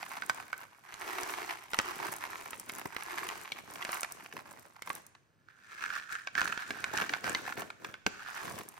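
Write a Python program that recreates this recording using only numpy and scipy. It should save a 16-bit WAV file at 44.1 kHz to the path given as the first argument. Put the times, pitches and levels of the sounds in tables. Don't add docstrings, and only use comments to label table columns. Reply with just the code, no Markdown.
import sys
import numpy as np
from scipy import signal
from scipy.fft import rfft, irfft, next_fast_len
from scipy.io import wavfile
from scipy.ndimage import uniform_filter1d, map_coordinates

SR = 44100
rng = np.random.default_rng(int(sys.argv[2]) if len(sys.argv) > 2 else 0)


def generate_wav(signal):
    frames = np.transpose(np.atleast_2d(signal))
    scaled = np.clip(frames, -1, 1) * 32767
    pcm = np.round(scaled).astype(np.int16)
    wavfile.write(sys.argv[1], SR, pcm)


N = 387638

# pitch_hz, level_db
POURING_TONE = [(300, -40.5), (520, -22), (680, -4), (870, -0.5), (1080, 1), (1400, -6.5), (2200, -5),
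                (3400, -16.5), (9500, -28), (12000, -20.5), (16000, -44)]
HOLLOW_TONE = [(700, -30), (1200, -9), (1400, -1.5), (1760, -1), (2000, -16), (2300, -11.5), (3200, -19.5),
               (6500, -27.5), (14000, -38)]
PLASTIC_TONE = [(1500, 4.5), (4000, 4), (6500, 6), (12000, 0.5), (15500, -11.5)]
FLICK_TONE = [(2500, -26.5), (7000, 1), (9500, 4), (16000, -4.5)]
BUMP_TONE = [(30, -51), (80, -2), (330, 2), (700, -3), (1200, -27)]


def corns(rattle_db, landing_db, tilt):
    full_flow_db, cup_db, clump_db = -43, -5, 4
    stream = np.minimum(amp(landing_db - full_flow_db), 1)
    ticks = patter(380, 5.5, .0005)
    rush = (.2 + .7 * stream ** 2) * stereo_noise(.6, N)
    pouring = np.sqrt(tilt) * steady(coloured(ticks + rush, POURING_TONE), seconds=0.1)
    fill = np.interp(np.arange(N) / SR, (5.77, 6.13), (0, 1))
    fill = np.clip(fill + 0.24 * wobble(12), 0, 1)
    tumble = lambda: patter(800, 5, .0005)
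    empty = coloured(tumble(), [(hz * 0.967, db) for hz, db in HOLLOW_TONE])
    full = coloured(tumble(), [(hz * 1.016, db) for hz, db in HOLLOW_TONE])
    hollow = np.sqrt(1 - tilt) * steady(np.sqrt(1 - fill) * empty + np.sqrt(fill) * full, seconds=0.095)
    # pitch_hz, level_db
    cup_tone = [(190, -25), (370, 7), (510, -9), (900, -28.5)]
    cup = amp(full_flow_db + cup_db) * stream ** 2 * unit(coloured(tumble(), cup_tone))
    clumps = (1 - stream / 2) * wobble(28)
    return amp(clump_db * clumps) * (amp(rattle_db) * (pouring + hollow) + cup)


def snaps(tilt, size=2048):
    # start_s, level_db, pitch_hz, crack_db (all levels are relative)
    buckles = [(0.221, -21, 1500, -33), (0.296, -11, 1524, -21), (0.529, -19, 1545, -28),
               (0.94, -39, 1240, -1), (1.232, -28.5, 1270, -5.5), (1.733, -17, 1415, -20),
               (1.788, -11, 1526, -10.5), (1.798, -16.5, 1310, -32), (2.531, -24.5, 1290, -31),
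               (2.695, -24.5, 2160, -16), (2.964, -19, 1405, -29), (3.288, -24, 1940, -14.5),
               (3.519, -20, 2270, -25.5), (3.824, -21.5, 1980, -22.5), (3.849, -21, 1740, -17),
               (3.891, -20.5, 1240, -33), (4.031, -20.5, 1380, -10.5), (4.821, -28, 2180, -11.5),
               (4.901, -17.5, 1110, -28), (6.272, -21.5, 1573, -23), (6.352, -20.5, 1580, -23),
               (6.415, -14, 1490, -21), (6.575, -22.5, 1450, -18), (6.706, -20, 1600, -23.5),
               (6.841, -18.5, 1520, -14.5), (6.936, -22, 865, -18.5), (6.974, -21, 1890, -10),
               (7.019, -17, 1570, -30), (7.136, -13.5, 1490, -34), (7.242, -21.5, 1545, -16.5),
               (7.348, -14.5, 2076, -23), (7.846, -23, 1635, -20.5), (7.94, -28, 1506, -33),
               (8.064, -11, 1518, -14)]
    # start_s, level_db
    taps = [(0.028, -23.5), (0.115, -27.5), (0.17, -27), (0.4, -27), (1.184, -19), (1.295, -22),
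            (1.337, -22.5), (1.384, -24), (1.507, -22.5), (1.743, -16), (1.999, -24), (2.085, -29),
            (2.224, -27), (2.252, -25.5), (2.331, -34.5), (2.458, -28.5), (2.856, -22.5), (3.023, -27),
            (3.182, -20), (3.231, -25.5), (3.353, -36), (3.586, -28.5), (3.756, -27), (3.929, -20),
            (4.045, -23), (4.26, -31.5), (4.325, -30), (4.366, -24.5), (4.479, -42.5), (4.763, -37.5),
            (4.873, -26.5), (5.15, -42), (5.485, -41), (5.838, -27), (5.902, -23.5), (6.152, -22),
            (6.378, -18), (6.475, -20.5), (6.524, -18.5), (6.626, -28.5), (7.093, -18.5), (7.523, -23),
            (7.573, -28.5), (7.619, -24.5), (7.702, -25.5), (8.221, -34.5)]
    # start_s, level_db
    flicks = [(2.163, -27.5), (2.507, -28), (2.597, -24.5), (3.034, -30), (3.945, -28), (3.976, -33),
              (4.007, -23), (4.121, -25.5), (4.594, -42), (4.951, -27), (5.065, -34.5), (8.587, -29.5),
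              (8.687, -29)]
    # pitch_ratio, level_db
    notes = [(.71, -9), (1, 8), (1.44, -3), (3.2, -16.5)]
    lead = SR // 100
    out = np.zeros((2, N + size))
    t = (np.arange(size) - lead) / SR - .001

    def burst(fade_s):
        return stereo_noise(.75, size) * amp(-60 * np.maximum(t / fade_s, -t / .003))

    def ring(hz):
        age = np.maximum(t, 0)
        waves = sum(amp(db + 2 * rng.standard_normal((2, 1))) * np.sin(2 * np.pi * hz * ratio * age)
                    for ratio, db in notes)
        noise = coloured(burst(0.011), [(hz / 5, -20), (hz / 2, -4), (hz * 1.5, -2), (hz * 8, -34)])
        return unit(unit(waves * amp(-60 * age / 0.037)) + unit(noise))

    def add(start_s, db, sound):
        out[:, round(start_s * SR) - lead:][:, :size] += amp(db - 22.5) * sound

    for start_s, db, hz, crack_db in buckles:
        cutoff_hz = 6500 * 2 ** (-(db + 11.5) / 10)
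        crack = coloured(burst(.009), PLASTIC_TONE)
        crack = unit(coloured(crack, [(cutoff_hz, 0), (2 * cutoff_hz, -14)]))
        add(start_s, db, ring(hz) + amp(crack_db + 10.0) * crack)
        add(start_s + rng.uniform(0.00298, .012), db - 13, ring(hz))
    for start_s, db in taps:
        knock, down = burst(0.018), tilt[round(start_s * SR)]
        tap = down * coloured(knock, POURING_TONE) + (1 - down) * coloured(knock, HOLLOW_TONE)
        add(start_s, db, unit(tap))
    for start_s, db in flicks:
        add(start_s, db, unit(coloured(burst(0.013), FLICK_TONE)))
    return out[:, :N]


def crackle(flick_db, rustle_db):
    flicks = steady(coloured(patter(70, 5.4, .0006), FLICK_TONE), seconds=0.95)
    rustle = steady(coloured(patter(1500, 4, .0006), PLASTIC_TONE), seconds=0.094)
    return amp(flick_db - 1.5) * flicks + amp(rustle_db - 6.5) * rustle


def handling(tilt):
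    # start_s, hold_s, level_db
    slides = [(1.08, 0.37, -42), (1.86, 0.25, -45), (2.3, 0.092, -48), (2.99, 0.4, -47.5),
              (3.21, 0.058, -46.5), (3.88, 0.032, -44.5), (5.83, 0.1, -42), (6.58, 0.24, -43.5),
              (8.3, 0.19, -43.5)]
    # start_s, hold_s, level_db, bump_db (added to level_db)
    squeezes = [(0.0, 0.22, -49, -15), (0.257, 0.18, -53, -6.5), (0.535, 0.092, -56.5, -10),
                (1.72, 0.1, -49, -12), (1.967, 0.17, -47, -7), (2.214, 0.39, -50.5, -9),
                (2.684, 0.13, -48.5, -7), (3.165, 0.23, -51.5, -8), (3.518, 0.12, -59.5, 0.5),
                (3.69, 0.087, -49.5, -6), (3.917, 0.021, -41, -37), (4.123, 0.13, -58, -4),
                (4.339, 0.033, -53, 0.5), (4.474, 0.18, -59, -1), (4.875, 0.094, -50, -8),
                (6.128, 0.0048, -39, -46), (6.375, 0.11, -38, -12.5), (6.683, 0.24, -56, 1),
                (6.956, 0.068, -37, -11.5), (7.11, 0.011, -41, -5), (7.249, 0.055, -36, -7.5),
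                (7.385, 0.12, -44.5, -9.5), (7.587, 0.0063, -44, 1), (7.821, 0.07, -52, -1.5),
                (8.445, 0.16, -50, 1.5)]
    trickle = (amp(-63) * tilt) ** 2
    flow = swells(slides, rise_db_per_s=80.5, fall_db_per_s=72.5) + trickle
    speeds = dict(rise_db_per_s=488.5, fall_db_per_s=183)
    jostle = swells([row[:3] for row in squeezes], **speeds)
    bumps = swells([(start_s, hold_s, db + bump) for start_s, hold_s, db, bump in squeezes], **speeds)
    flick_db = decibels(jostle + amp(-7) ** 2 * flow)
    bump_db = decibels(bumps + amp(-25.5) ** 2 * flow)
    return decibels(flow + jostle), flick_db, bump_db, decibels(flow * tilt ** 3)


def fingers(bump_db):
    return amp(bump_db) * steady(coloured(patter(300, 4, .003), BUMP_TONE), seconds=0.041)


def thumps(size=4096):
    # start_s, level_db (relative)
    jolts = [(0.303, -43.5), (1.786, -34), (2.854, -33), (6.414, -37.5), (6.705, -35), (6.935, -32.5),
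             (7.017, -31.5), (7.24, -37), (7.348, -37), (7.576, -34), (8.065, -26.5)]
    out, t = np.zeros((2, N + size)), np.arange(size) / SR
    for start_s, db in jolts:
        push = coloured(stereo_noise(0.53, size) * amp(-60 * t / 0.061), BUMP_TONE)
        out[:, round(start_s * SR):][:, :size] += amp(db - 16.5) * unit(push)
    return out[:, :N]


def kitchen(x, counter_db, room_db, size=16384):
    # pitch_hz, fade_s
    fades = [(150, 1), (1000, 0.63), (7000, 0.88), (15000, 0.012)]
    age = np.arange(size) / SR
    padded = np.pad(x, ((0, 0), (size // 2, 2 * size)))
    out = padded.copy()
    for start in range(0, N + size // 2, size // 2):
        hz, t, spectrum = signal.stft(rng.standard_normal((2, size)), SR, nperseg=256)
        tail = signal.istft(spectrum * amp(-60 * t / at_pitch(fades, hz)[:, None]), SR, nperseg=256)[1]
        early = rng.standard_normal((2, size)) * amp(-60 * age / .03)
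        echo = (amp(room_db) * unit(tail) + amp(counter_db) * unit(early)) / np.sqrt(size)
        piece = padded[:, start:start + size] * np.hanning(size)
        out[:, start:start + 2 * size - 1] += signal.fftconvolve(piece, echo, axes=1)
    return out[:, size // 2:][:, :N]


def room_air():
    # pitch_hz, level_db
    air_tone = [(25, -28.5), (120, 0), (200, -9.5), (2000, -24), (16000, -42)]
    return amp(-71.5) * unit(coloured(stereo_noise(1.0, N), air_tone))


def amp(db):
    return 10 ** (np.asarray(db) / 20)


def decibels(power):
    return 10 * np.log10(power + 1e-20)


def unit(x):
    return x / np.sqrt(np.mean(x ** 2) + 1e-20)


def steady(x, seconds):
    power = uniform_filter1d(np.mean(x ** 2, axis=0), max(int(seconds * SR), 2))
    return x / np.sqrt(np.abs(power) + np.mean(x ** 2) / 100)


def at_pitch(points, hz):
    pitches, values = np.transpose(points)
    return np.interp(np.log(hz + 1), np.log(pitches + 1), values)


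def coloured(x, tone):
    n = x.shape[-1]
    size = 2 * next_fast_len(n // 2 + 1024)
    gain = amp(at_pitch(tone, np.fft.rfftfreq(size, 1 / SR)))
    shape = irfft(np.log(gain), size)
    shape[1:size // 2] *= 2
    shape[size // 2 + 1:] = 0
    return irfft(rfft(x, size) * np.exp(rfft(shape)), size)[..., :n]


def stereo_noise(alike, size):
    mid, side = rng.standard_normal((2, size))
    turn = np.arccos(np.clip(alike, -1, 1)) / 2
    return np.cos(turn) * mid + np.sin(turn) * np.array([side, -side])


def patter(per_s, scatter_db, fade_s):
    hits = (rng.random(N) < per_s / SR) * amp(scatter_db * np.clip(rng.standard_normal(N), -2, 2))
    power = signal.lfilter([1], [1, -np.exp(-2 / (fade_s * SR))], hits ** 2)
    return unit(np.sqrt(power) * stereo_noise(0.45, N))


def wobble(per_s):
    return map_coordinates(rng.standard_normal(N), [np.arange(N) * per_s / SR])


def swells(rows, rise_db_per_s, fall_db_per_s):
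    t, power = np.arange(N) / SR, np.zeros(N)
    for start_s, hold_s, db in rows:
        drop_db = np.maximum(rise_db_per_s * (start_s - t), fall_db_per_s * (t - start_s - hold_s))
        power += amp(db - np.clip(drop_db, 0, 120)) ** 2
    return power


def scene():
    # time_s, tilt (1 = mouth down, 0 = tipped back)
    poses = [(5.0, 0.85), (5.2, 0.019), (6.25, 0.0097), (6.9, 0.24), (7.6, 0.42), (8.25, 0.1), (8.5, 0.87)]
    tilt = np.interp(np.arange(N) / SR, *np.transpose(poses))
    rattle_db, flick_db, bump_db, landing_db = handling(tilt)
    plastic_db = -3 * tilt - 10.5 * (1 - tilt)
    plastic = crackle(flick_db + plastic_db, rattle_db + plastic_db) + snaps(tilt)
    slack = coloured(plastic, [(7000, 2.0), (12000, -12.0)])
    packet = tilt * plastic + (1 - tilt) * slack + corns(rattle_db, landing_db, tilt)
    packet += fingers(bump_db) + thumps()
    return room_air() + kitchen(packet, counter_db=-10, room_db=-13.5)


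def record(dry, top_hz=16200):
    # pitch_hz, left_minus_right_db, left_lead_radians
    openings = np.array([(133.4, -1, 1.44), (335, 5, -0.72), (1500, -6, -1.54), (3260, 0, 1.5),
                         (6420, 6.5, -1), (10150, -3.5, -9.5), (13530, 2.5, -14), (12800, 0, -29.5),
                         (16070, -1.5, -16)])
    size = next_fast_len(N + SR // 2)
    hz = np.fft.rfftfreq(size, 1 / SR)
    balance_db, lead = at_pitch(openings[:, :2], hz), at_pitch(openings[:, ::2], hz)
    left = amp(balance_db / 2) * np.exp(.5j * lead)
    return irfft(rfft(dry, size) * [left, 1 / left] * (hz < top_hz), size)[:, :N]


dry = scene()
out = record(dry)
generate_wav(out)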